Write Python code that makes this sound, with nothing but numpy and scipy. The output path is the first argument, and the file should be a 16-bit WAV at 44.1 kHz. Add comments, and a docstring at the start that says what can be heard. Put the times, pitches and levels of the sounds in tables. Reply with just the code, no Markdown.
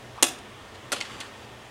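"""A sword cuts bamboo

A blade swishes through the air, splits a standing bamboo pole with one sharp crack and rings thinly.
After a faint tick the cut piece lands on concrete, knocks with its other end, rolls and tips over.
Fracture and impact give broadband noise and excite the damped modes of the hollow bamboo.
The yard's walls reflect each sound over steady outdoor noise and a faint hum."""
import sys
import numpy as np
from scipy import signal
from scipy.fft import rfft, irfft
from scipy.io import wavfile
from scipy.ndimage import uniform_filter1d

SR = 44100
rng = np.random.default_rng(int(sys.argv[2]) if len(sys.argv) > 2 else 0)


def to_wav(sig):
    """Store sig (one row per channel, or 1-D mono) as 16-bit WAV at the path in sys.argv[1].

    Samples outside -1..1 are clipped; the rate is SR.
    """
    pcm = np.clip(np.atleast_2d(sig), -1, 1) * 32767
    pcm = np.round(pcm).astype(np.int16)
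    wavfile.write(sys.argv[1], SR, pcm.T)  # frames by channels


N = 74970
T = np.arange(N) / SR

# distant outdoor noise: f/Hz, relative spectral level/dB
OUTDOOR_SPECTRUM = [(25, -21.5), (60, -7), (95, -8), (125, -2), (155, -16), (215, -6), (265, -10),
                    (350, -7), (550, -8.5), (900, -9.5), (1550, -14.5), (2300, -16), (3400, -16.5),
                    (4200, -24), (6300, -27), (9500, -31.5), (12000, -40.5), (16000, -40)]
# faint steady tones: f/Hz, level/dB, bandwidth/Hz
HUM_TONES = [(121, -57, 8.9), (94.1, -61, 8), (215, -62, 11), (1825, -60.5, 17)]
# stages in which the pole gives way: t/s, duration/s, level/dB
FRACTURES = [(0.226, 0.0012, -16), (0.2292, 0.0028, -12.5), (0.2408, 0.00116, -28.5), (0.247, .001, -30.5)]
# tearing fibres: f/Hz, relative spectral level/dB
FIBRE_SPECTRUM = [(60, -38), (160, -18), (280, -1), (480, -5), (850, -2), (1500, -5), (3400, -2.5),
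                  (5200, -5), (6700, 0), (9500, -3), (11500, -9.5), (12500, -16.5), (16000, -26)]
# modes of the standing pole: f/Hz, relative level/dB, T60/s
POLE_MODES = [(291, -10.5, 0.048), (344.6, -11.5, 0.08), (583, -14.5, 0.078), (822, -6.5, .035),
              (1080, -13, 0.032), (1360, -12.5, 0.045), (1960, -4.5, 0.019), (2720, -2, .016),
              (2960, -5, .016), (3530, -8, 0.035), (6180, 0, 0.0109), (6560, 7.5, 0.012),
              (8380, -5, 0.0092), (8670, 3, 0.018), (9830, -1.5, 0.0165)]
# ground contacts: t/s, duration/s, level/dB, high-pass f/Hz, low-pass f/Hz, favoured f/Hz, ring level/dB
CONTACTS = [(0.9193, 0.0045, -26.5, 200, 11570, 3000, -24), (0.9251, 0.0059, -24, 302, 10160, 1416, -3),
            (0.9335, 0.0022, -29, 300, 8900, 3330, -5.5), (0.963, 0.0086, -37, 300, 6900, 3560, -3),
            (1.0044, 0.00167, -37.5, 1800, 6500, 2860, -7), (1.0099, 0.0042, -27.5, 1770, 5370, 2140, 2),
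            (1.026, 0.00225, -56.5, 2000, 9000, 4600, -17), (1.051, 0.011, -41, 1500, 4500, 3494, -4),
            (1.2025, 0.0058, -37.5, 2000, 10850, 3440, -3.5), (1.2102, 0.0051, -36, 800, 4820, 2900, -11.5)]
# modes of the cut piece, a short hollow tube: f/Hz, relative level/dB, T60/s
TUBE_MODES = [(600, -7, 0.059), (1406.3, -9.5, 0.047), (2100, -5, .024), (2480, -4, .022),
              (2780, -4, 0.019), (3000, -3.5, 0.029), (3450, -6, .02), (4590, 5.5, 0.013),
              (6000, -3.5, 0.021), (6580, -4.5, 0.021), (7320, -2, 0.017), (9200, -15, .017)]
# scraped grit: f/Hz, relative spectral level/dB
GRIT_SPECTRUM = [(80, -14), (300, 1.5), (600, -0.5), (1200, -0.5), (1900, -1), (3200, 1), (5500, -5),
                 (9000, -3.5), (11500, -7.5), (13000, -17), (16000, -19.5)]
# loudness of the rolling: t/s, level/dB
ROLL_ENVELOPE = [(0.94, -43.5), (1.03, -54), (1.11, -42.5), (1.17, -46), (1.24, -46), (1.31, -56.5),
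                 (1.45, -50.5)]
# rasp of the rolling: f/Hz, relative spectral level/dB
RASP_SPECTRUM = [(100, -15), (250, 5), (600, -6), (1200, 4.5), (1900, -2.5), (3300, -2), (4500, -10),
                 (9000, -16.5), (12000, -27), (16000, -44)]
# reflections from the walls: delay/s, level/dB
WALL_ECHOES = [(.0095, -14), (.019, -24), (.038, -22), (.056, -24), (.157, -40)]
# reverberation time of the yard: f/Hz, T60/s
YARD_DECAY = [(200, 0.56), (1400, 0.44), (3700, 0.39), (8000, 0.28), (14000, 0.24)]


def amp(db):
    """Amplitude ratio of a level in decibels."""
    return 10 ** (np.asarray(db) / 20)


def unit_rms(x):
    """Power normalisation to rms 1."""
    return x / np.sqrt(np.mean(x ** 2) + 1e-20)


def equal_energy(x):
    """Energy normalisation of a transient to that of 10 ms at rms 1."""
    return x * np.sqrt(.01 * SR / (np.sum(x ** 2) + 1e-20))


def value_at(table, hz):
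    """Interpolation on a logarithmic frequency axis."""
    f, value = np.transpose(table)
    return np.interp(np.log(hz + 1), np.log(f + 1), value)


def add(mix, start_s, sound):
    """Superposition of a delayed sound on the mix."""
    part = mix[round(start_s * SR):][:len(sound)]
    part += sound[:len(part)]


def colour(x, spectrum, size=2048):
    """Minimum-phase filtering: the phase is the Hilbert transform of the log gain."""
    log_gain = np.log(amp(value_at(spectrum, abs(np.fft.fftfreq(size, 1 / SR)))))
    taps = np.fft.ifft(np.exp(np.conj(signal.hilbert(log_gain)))).real
    return signal.fftconvolve(x, taps[:size // 2])[:len(x)]


def lowpass(x, hz):
    """Second-order attenuation of the treble."""
    return signal.lfilter(*signal.butter(2, hz, fs=SR), x)


def noise_band(hz, width_hz):
    """Random modulation spreads a steady or gliding carrier into a band of rms 1."""
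    f = np.fft.fftfreq(N, 1 / SR)
    noise = rng.standard_normal(N) + 1j * rng.standard_normal(N)
    modulation = np.fft.ifft(np.fft.fft(noise) / (1 + (2 * f / width_hz) ** 2))
    carrier = np.exp(2j * np.pi * np.cumsum(hz * np.ones(N)) / SR)
    return unit_rms((modulation * carrier).real)


def snaps(per_s, size, spread_db=1.9):
    """Shot noise: independent impulses of random sign and uneven strength."""
    strength = amp(spread_db * np.minimum(rng.exponential(1, size), 4))
    return strength * rng.choice([-1., 1.], size) * (rng.random(size) < per_s / SR)


def burst(length_s, per_s=14000, release_s=.0016, size=8192):
    """Dense shot noise that holds, then decays exponentially."""
    t = np.arange(size) / SR
    return snaps(per_s, size) * np.exp(-np.maximum(t - length_s, 0) / release_s)


def ring(modes, contact_s, detune=.012, size=8192):
    """Damped modes build up from rest during contact; little radiates below the lowest one."""
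    t = np.arange(size) / SR
    tone = np.zeros(size)
    for hz, db, t60 in modes:
        detuned_hz = hz * (1 + detune * rng.standard_normal())
        tone += amp(db - 60 * t / t60) * np.sin(2 * np.pi * detuned_hz * t)
    build_up = np.minimum(2 * t / contact_s, 1)
    radiation = signal.butter(2, modes[0][0] / 2, "high", fs=SR)
    return equal_energy(signal.lfilter(*radiation, tone * build_up))


def background(noise_db=-45.5, patch_db=.89):
    """Distant noise, modulated in time and frequency; narrow noise bands form a wavering hum."""
    frames = dict(fs=SR, nperseg=1024, noverlap=768)
    spectra = signal.stft(rng.standard_normal(N), **frames)[2]
    patches = uniform_filter1d(rng.standard_normal(spectra.shape), size=12, axis=0)
    patches = unit_rms(uniform_filter1d(patches, size=14, axis=1))
    noise = signal.istft(spectra * amp(patch_db * patches), **frames)[1][:N]
    gain = amp(value_at(OUTDOOR_SPECTRUM, np.fft.rfftfreq(N, 1 / SR)))
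    outdoors = unit_rms(irfft(rfft(noise) * gain, N))
    hum = sum(amp(db) * noise_band(hz, width_hz) for hz, db, width_hz in HUM_TONES)
    return amp(noise_db) * outdoors + hum


def swish(peak_s=.186, rise_s=.025, fall_s=.011, peak_db=-42.5, glide_hz_per_s=6930):
    """Aerodynamic noise of the moving blade: a rising whistle within a broad rush of air."""
    t = T - peak_s
    whistle = noise_band(hz=1050 + glide_hz_per_s * np.clip(t, -.1, .1), width_hz=460)
    rush = amp(-11.5) * noise_band(hz=2765, width_hz=5000)
    envelope = np.exp(-(t / np.where(t < 0, rise_s, fall_s)) ** 2)
    return amp(peak_db) * envelope * (whistle + rush)


def crack(ring_shift_db):
    """Fracture of the near wall, then the far wall, tears fibres and excites the pole's modes."""
    out = np.zeros(N)
    for start_s, length_s, db in FRACTURES:
        fibres = amp(-1) * equal_energy(colour(burst(length_s), FIBRE_SPECTRUM))
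        pole = amp(-7 + ring_shift_db) * ring(POLE_MODES, length_s)
        add(out, start_s, amp(db) * (fibres + pole))
    return out


def blade_ring(hz=14060, glide_hz_per_s=3000, t60=.21, rise_s=.055):
    """Free vibration after the cut: one thin tone that glides up as the blade swings on."""
    t = T[:SR // 2]
    envelope = amp(-35 - 60 * t / t60) * np.minimum(t / rise_s, 1) ** 2
    phase = 2 * np.pi * (hz + glide_hz_per_s * t / 2) * t
    out = np.zeros(N)
    add(out, FRACTURES[0][0], envelope * np.sin(phase))
    return out


def tick(start_s=.7445, length_s=.013, db=-46.5):
    """A brief noise transient, heard as a faint tick while the piece falls."""
    click = lowpass(colour(burst(length_s), GRIT_SPECTRUM), hz=5000)
    out = np.zeros(N)
    add(out, start_s, amp(db) * equal_energy(click))
    return out


def knocks(ring_shift_db, favour_db=14.5, favour_octaves=.091):
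    """Impact excitation: each contact scrapes grit and rings the modes its position favours."""
    out = np.zeros(N)
    for start_s, length_s, db, highpass_hz, lowpass_hz, favoured_hz, ring_db in CONTACTS:
        modes = []
        for hz, mode_db, t60 in TUBE_MODES:
            closeness = np.exp(-(np.log2(hz / favoured_hz) / favour_octaves) ** 2)
            modes.append((hz, mode_db + favour_db * closeness, t60))
        scrape = equal_energy(colour(burst(length_s), GRIT_SPECTRUM))
        tube = amp(ring_db + ring_shift_db) * ring(modes, length_s)
        bass_cut = signal.butter(1, highpass_hz, "high", fs=SR)  # light contacts carry little bass
        knock = lowpass(signal.lfilter(*bass_cut, scrape + tube), lowpass_hz)
        add(out, start_s, amp(db) * equal_energy(knock))
    return out


def roll(grains_per_s=6000, ring_db=-11):
    """Roughness excitation: tiny impacts on grit rasp and drive the modes of the rolling tube."""
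    grains = snaps(grains_per_s, N)
    rasp = unit_rms(colour(grains, RASP_SPECTRUM))
    tube = unit_rms(signal.fftconvolve(grains, ring(TUBE_MODES, contact_s=.00054))[:N])
    envelope = amp(np.interp(T, *np.transpose(ROLL_ENVELOPE), left=-120, right=-120))
    return envelope * unit_rms(rasp + amp(ring_db) * tube)


def yard_reflections(x, tail_db=-11, rise_s=.0025, smear_s=.0036):
    """Scattering by rough walls: smeared echoes and a diffuse tail whose treble decays first."""
    t = T[:SR // 2]
    hz, frame_s, spectra = signal.stft(rng.standard_normal(len(t)), SR, nperseg=256)
    decay = amp(-60 * frame_s / value_at(YARD_DECAY, hz)[:, None])
    tail = signal.istft(spectra * decay, SR, nperseg=256)[1][:len(t)]
    tail *= 1 - np.exp(-t / rise_s)
    response = amp(tail_db) * tail / np.linalg.norm(tail)
    for delay_s, db in WALL_ECHOES:
        echo = lowpass(rng.standard_normal(len(t)) * np.exp(-t / smear_s), hz=10000)
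        add(response, delay_s, amp(db) * echo / np.linalg.norm(echo))
    return signal.fftconvolve(x, response)[:N]


def scene(scattered_ring_db=-8):
    """Direct and reflected sound superpose; the hits send more crackle than ring to the walls."""
    quiet_sounds = swish() + blade_ring() + roll() + tick()
    direct = crack(ring_shift_db=0) + knocks(ring_shift_db=0) + quiet_sounds
    scattered = crack(scattered_ring_db) + knocks(scattered_ring_db) + quiet_sounds
    return (direct + yard_reflections(scattered) + background())[None]


def record(dry, ceiling=.85, edge_hz=16000):
    """Soft saturation rounds the peaks of the crack; a low-pass limits the bandwidth."""
    saturated = dry / (1 + (dry / ceiling) ** 6) ** (1 / 6)
    taps = signal.firwin(255, edge_hz, window=("kaiser", 8), fs=SR)
    return signal.oaconvolve(saturated, taps[None], "same")


dry = scene()
out = record(dry)
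to_wav(out)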